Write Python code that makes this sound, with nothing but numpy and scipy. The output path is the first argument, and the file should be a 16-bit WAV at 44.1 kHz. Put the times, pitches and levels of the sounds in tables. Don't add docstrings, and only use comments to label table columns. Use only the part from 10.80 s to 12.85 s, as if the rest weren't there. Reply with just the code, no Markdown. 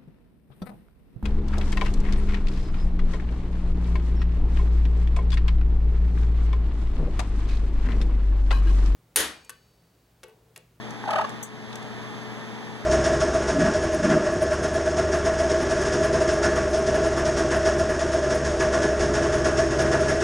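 import sys
import numpy as np
from scipy import signal
from scipy.fft import rfft, irfft
from scipy.io import wavfile

SR = 44100
rng = np.random.default_rng(int(sys.argv[2]) if len(sys.argv) > 2 else 0)


def digitize_waveform(pressure):
    field = np.atleast_2d(pressure).T
    bounded = np.clip(field, -1, 1)
    quanta = np.round(bounded * 32767).astype(np.int16)
    wavfile.write(sys.argv[1], SR, quanta)


N = 90404
T = np.arange(N) / SR
HZ = np.maximum(np.arange(N // 2 + 1) * SR / N, 1)
SIDES = np.array([[.5], [-.5]])


def from_db(db):
    return 10 ** (np.asarray(db) / 20)


def unit_rms(x):
    return x / np.sqrt(np.mean(x ** 2) + 1e-20)


def curve(points):
    return np.interp(T, *np.transpose(points))


def at_hz(points, hz):
    freqs, values = np.transpose(points)
    return np.interp(np.log(hz), np.log(freqs), values)


def noise(colour):
    return unit_rms(irfft(rfft(rng.standard_normal(N)) * from_db(at_hz(colour, HZ)), N))


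def stereo_noise(colour):
    return np.array([noise(colour), noise(colour)])


def drift(rate_hz):
    return unit_rms(irfft(rfft(rng.standard_normal(N)) / (1 + (HZ / rate_hz) ** 2), N))


def burst(start_s, attack_s, hold_s, t60_s):
    age = T - start_s
    return np.clip(age / attack_s, 0, 1) * from_db(-60 * np.maximum(age - attack_s - hold_s, 0) / t60_s)


# freq_hz, left_lead_rad
STEREO_LEAD = [(60, 2), (130, 1.7), (290, .5), (640, -.1), (1250, -.1), (1700, 1), (2200, 2.8), (2600, 3.3),
               (5200, 9.4), (15600, 34.6)]
# freq_hz, pan_left_db
STEREO_PAN = [(60, -4), (110, 10.5), (200, -11), (380, 3), (580, 7.5), (730, 1.5), (900, 2), (1290, -1.5),
              (2380, -3), (4400, 1.5), (8120, 0.5), (15000, 0.5)]

def stereo_image(x):
    lead = np.interp(HZ, *np.transpose(STEREO_LEAD)) * SIDES
    gain = from_db(at_hz(STEREO_PAN, HZ) * SIDES)
    return irfft(rfft(x) * np.exp(1j * lead) * gain / np.sqrt(np.mean(gain ** 2, axis=0)), N)


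def room(x, level_db, t60_s, predelay_s=.003):
    tail = rng.standard_normal((2, N)) * burst(predelay_s, .0033, 0, t60_s)
    tail /= np.sqrt(np.sum(tail ** 2, axis=1, keepdims=True))
    return from_db(level_db) * signal.fftconvolve(x[None], tail, axes=1)[:, :N]


# freq_hz, gain_db
FAN_EQ = [(25, -59), (55, -14), (80, -25), (110, -4.5), (165, 2.5), (205, -2), (260, 1.5), (350, -5),
          (600, -3), (820, -1), (1150, -4.5), (1450, -7), (1800, -3.5), (2300, -8), (2800, -13.5),
          (3500, -10), (4000, -18.5), (4800, -18), (6200, -21.5), (8000, -29.5), (10000, -30.5),
          (14500, -41), (15800, -56)]
# pitch_hz, level_db, pan_left_db, left_lead_rad
MOTOR_TONES = [(119.9, -47.5, 9.5, 2.23), (217.1, -45.5, 6.5, 1.97), (236.2, -57, 16.5, 1.6),
               (296, -60.5, 18.5, 3.6), (360.6, -55.5, 6, 1.4), (430.8, -49, 1.5, 0.8),
               (869, -63, 19, 0.23), (904, -65, -10, 0.82)]
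# time_s, gain_db
BED_LEVEL = [(0, 0.5), (.63, -0.5), (.645, -4.5), (.76, -3), (.92, -.5), (1.25, 0.78), (2.04, 0)]

def appliance(fan_db=-40, waver_db=2, waver_rad=.3):
    whir = from_db(fan_db) * noise(FAN_EQ)
    bed = stereo_image(whir) + room(whir, level_db=-7, t60_s=.38)
    for hz, db, pan_db, lead in MOTOR_TONES:
        phase = 2 * np.pi * (hz * T + rng.random()) + waver_rad * drift(6)
        level = from_db(db + pan_db * SIDES + waver_db * drift(36))
        bed += np.sqrt(2) * level * np.sin(phase + lead * SIDES)
    return from_db(curve(BED_LEVEL)) * bed


def squeak(pitch_hz=3370, level_db=-49):
    whistle = np.sin(2 * np.pi * pitch_hz * T + .7 * drift(120))
    return from_db(level_db) * whistle * burst(start_s=.022, attack_s=.0019, hold_s=.016, t60_s=.032)


# freq_hz, gain_db
TICK_EQ = [(1500, -18), (3400, 10.5), (5000, -3.5), (6400, 3), (7800, -4.5), (9000, 0), (11000, -13.5),
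           (14500, -11), (16500, -30)]
# start_s, gain_db, t60_s, low_cut_hz, high_cut_hz
BEAK_TICKS = [(0.1067, -36, 0.017, 5000, 9000), (0.493, -33.5, 0.015, 5500, 12100),
              (0.502, -42, .015, 4000, 11000), (0.928, -34, 0.037, 2800, 4500),
              (0.9557, -30.5, 0.014, 4940, 15000), (1.0264, -40, 0.023, 5500, 7000)]

def beak():
    crackle = stereo_noise(TICK_EQ)
    ticks = np.zeros((2, N))
    for start_s, db, t60_s, low_hz, high_hz in BEAK_TICKS:
        crack = crackle * from_db(db) * burst(start_s, attack_s=.0006, hold_s=.001, t60_s=t60_s)
        band = 1 / np.sqrt((1 + (low_hz / HZ) ** 4) * (1 + (HZ / high_hz) ** 4))
        ticks += irfft(rfft(crack) * band, N)
    return ticks


# pitch_hz, gain_db, t60_s, pan_left_db, left_lead_rad
CHIRP_TONES = [(6121, -2.5, .105, 4, 0), (6538, -15, .13, -2, -.9), (6952, -8.5, .135, 7, -.4),
               (7900, -1, .115, 2, 2.8), (8411, -7.5, .07, 14, .2), (8742, -16, .07, -6, .5),
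               (9226, -13, .09, 2, -1.1), (9570, -15, .1, 0, -1.2), (10070, -17, .14, -2, -3),
               (10604, -2, .068, -4, 3), (10810, -13, .12, -2, -2.9), (11185, -14, .11, 0, -1.1),
               (12800, -12, .068, 16, 1.2), (15473, -21, .055, 19, 2)]
# freq_hz, gain_db
SCRATCH_EQ = [(4800, -43), (5600, -16), (6100, 12), (7400, -3), (9300, 0.5), (11700, -15), (12800, -1),
              (14200, -13), (15400, -5), (16300, -27)]

def chirp(start_s=.6276, attack_s=.00099, ring_db=-38, scratch_db=-38):
    ring = np.zeros((2, N))
    for hz, db, t60_s, pan_db, lead in CHIRP_TONES:
        tone = np.sin(2 * np.pi * hz * (T - start_s) + lead * SIDES)
        envelope = burst(start_s, attack_s, hold_s=.006, t60_s=t60_s)
        ring += from_db(ring_db + db + pan_db * SIDES) * tone * envelope
    scratch = stereo_noise(SCRATCH_EQ) * burst(start_s, attack_s, hold_s=.005, t60_s=.042)
    return ring + from_db(scratch_db) * scratch


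# freq_hz, gain_db
THROAT_EQ = [(450, -18), (580, -10), (725, -2.5), (810, -4.5), (920, -4), (1030, 4), (1170, 8),
             (1320, -2.5), (1500, 1.5), (1830, -5.5), (2100, -13.5), (2600, -9), (3600, -19), (5500, -32)]

def throat(pitch_hz, phase, brightness, growl_db=-17.5):
    partials = [from_db(at_hz(THROAT_EQ, k * pitch_hz)) * np.sin(k * phase + k * k * np.pi / 4)
                for k in range(1, 9)]
    overtone_db = -6 * (2.5 - brightness)
    tone = np.sqrt(2) * (partials[0] + from_db(overtone_db) * sum(partials[1:]))
    return tone * (1 + from_db(growl_db) * drift(130) * np.cos(phase / 2))


# time_s, rate_hz
FLUTTER_RATE = [(.30, 38.4), (.41, 38.2), (.425, 27.6)]
# time_s, pitch_hz
CROAK_PITCH = [(.25, 854.2), (.28, 752), (.296, 907.2), (.318, 829), (.344, 884), (.372, 785.4),
               (.394, 946), (.406, 1000), (.423, 892.5), (.442, 559)]
# time_s, gain_db
CROAK_EFFORT = [(0.239, -30), (0.2395, -26), (0.248, -50), (0.26, -29.5), (0.273, -36.5), (0.277, -22),
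                (0.287, -25.5), (0.295, -19.5), (.312, -22.5), (.33, -22.5), (.343, -20), (.355, -20.5),
                (0.365, -18), (.378, -22.5), (0.395, -16), (0.409, -22.5), (0.421, -22), (.432, -33),
                (.442, -25.5), (0.451, -23), (.456, -42)]
# time_s, gain_db
THROAT_NARROWING = [(.275, -1), (.30, -8), (.324, -22), (.351, -37), (.378, -2), (.405, -7), (.432, -28)]
# freq_hz, gain_db
RASP_EQ = [(300, -30), (600, -2), (1600, 4), (2100, 0.5), (2800, 5), (3600, -5), (4200, -1), (5300, -2),
           (6500, -11), (9000, -12), (14000, -28), (16000, -42)]
# time_s, gain_db
RASP_FADER = [(.25, -45), (.29, -39), (.31, -30), (.335, -33), (.388, -35), (.414, -37.5), (.447, -41.5)]

def croak(full_flutter_s=.3095, build_s=.035, low_pitch_hz=592, rebound=.7, shimmer_db=1.5):
    cycles = np.cumsum(curve(FLUTTER_RATE)) / SR
    angle = 2 * np.pi * (cycles - np.interp(full_flutter_s, T, cycles))
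    depth = np.clip(1 + (T - full_flutter_s) / build_s, .15, 1)
    pulse = .5 + .5 * np.cos(angle)

    skewed = angle + rebound * (1 - np.cos(angle))
    sag = (depth * (.5 + .5 * np.cos(skewed))) ** 1.25
    jitter = np.exp((.04 + .09 * (1 - depth)) * drift(298))
    pitch_hz = (curve(CROAK_PITCH) * (1 - sag) + low_pitch_hz * sag) * jitter
    phase = 2 * np.pi * np.cumsum(pitch_hz) / SR
    tone = throat(pitch_hz, phase, brightness=depth * pulse)

    closing = np.exp(5.9 * (np.cos(angle - 2 * np.pi * .653) - 1))
    effort = from_db(curve(CROAK_EFFORT) + curve(THROAT_NARROWING) * closing + shimmer_db * drift(160))
    rasp_gate = pulse ** 2.6 * (1 + .26 * np.cos(phase))
    rasp = from_db(curve(RASP_FADER)) * noise(RASP_EQ) * rasp_gate
    start_s, end_s = CROAK_EFFORT[0][0], CROAK_EFFORT[-1][0]
    return (tone * effort + rasp) * burst(start_s, attack_s=.0013, hold_s=end_s - start_s, t60_s=.018)


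def scene(wall_echo_s=.0047, wall_echo_db=-13, detail_left_db=1.5):
    voice = croak()
    voice = voice + from_db(wall_echo_db) * np.interp(T - wall_echo_s, T, voice)
    voice = stereo_image(voice) + room(voice, level_db=-10, t60_s=.5)
    detail = chirp() + beak()
    detail_tail = room(detail[0], level_db=-13, t60_s=.12)
    detail = detail * from_db(detail_left_db * SIDES) + detail_tail
    return voice + detail + squeak() + appliance()


def record(dry):
    high_cut_hz = 16400
    return signal.sosfilt(signal.ellip(10, .1, 80, high_cut_hz, fs=SR, output="sos"), dry)


dry = scene()
out = record(dry)
digitize_waveform(out)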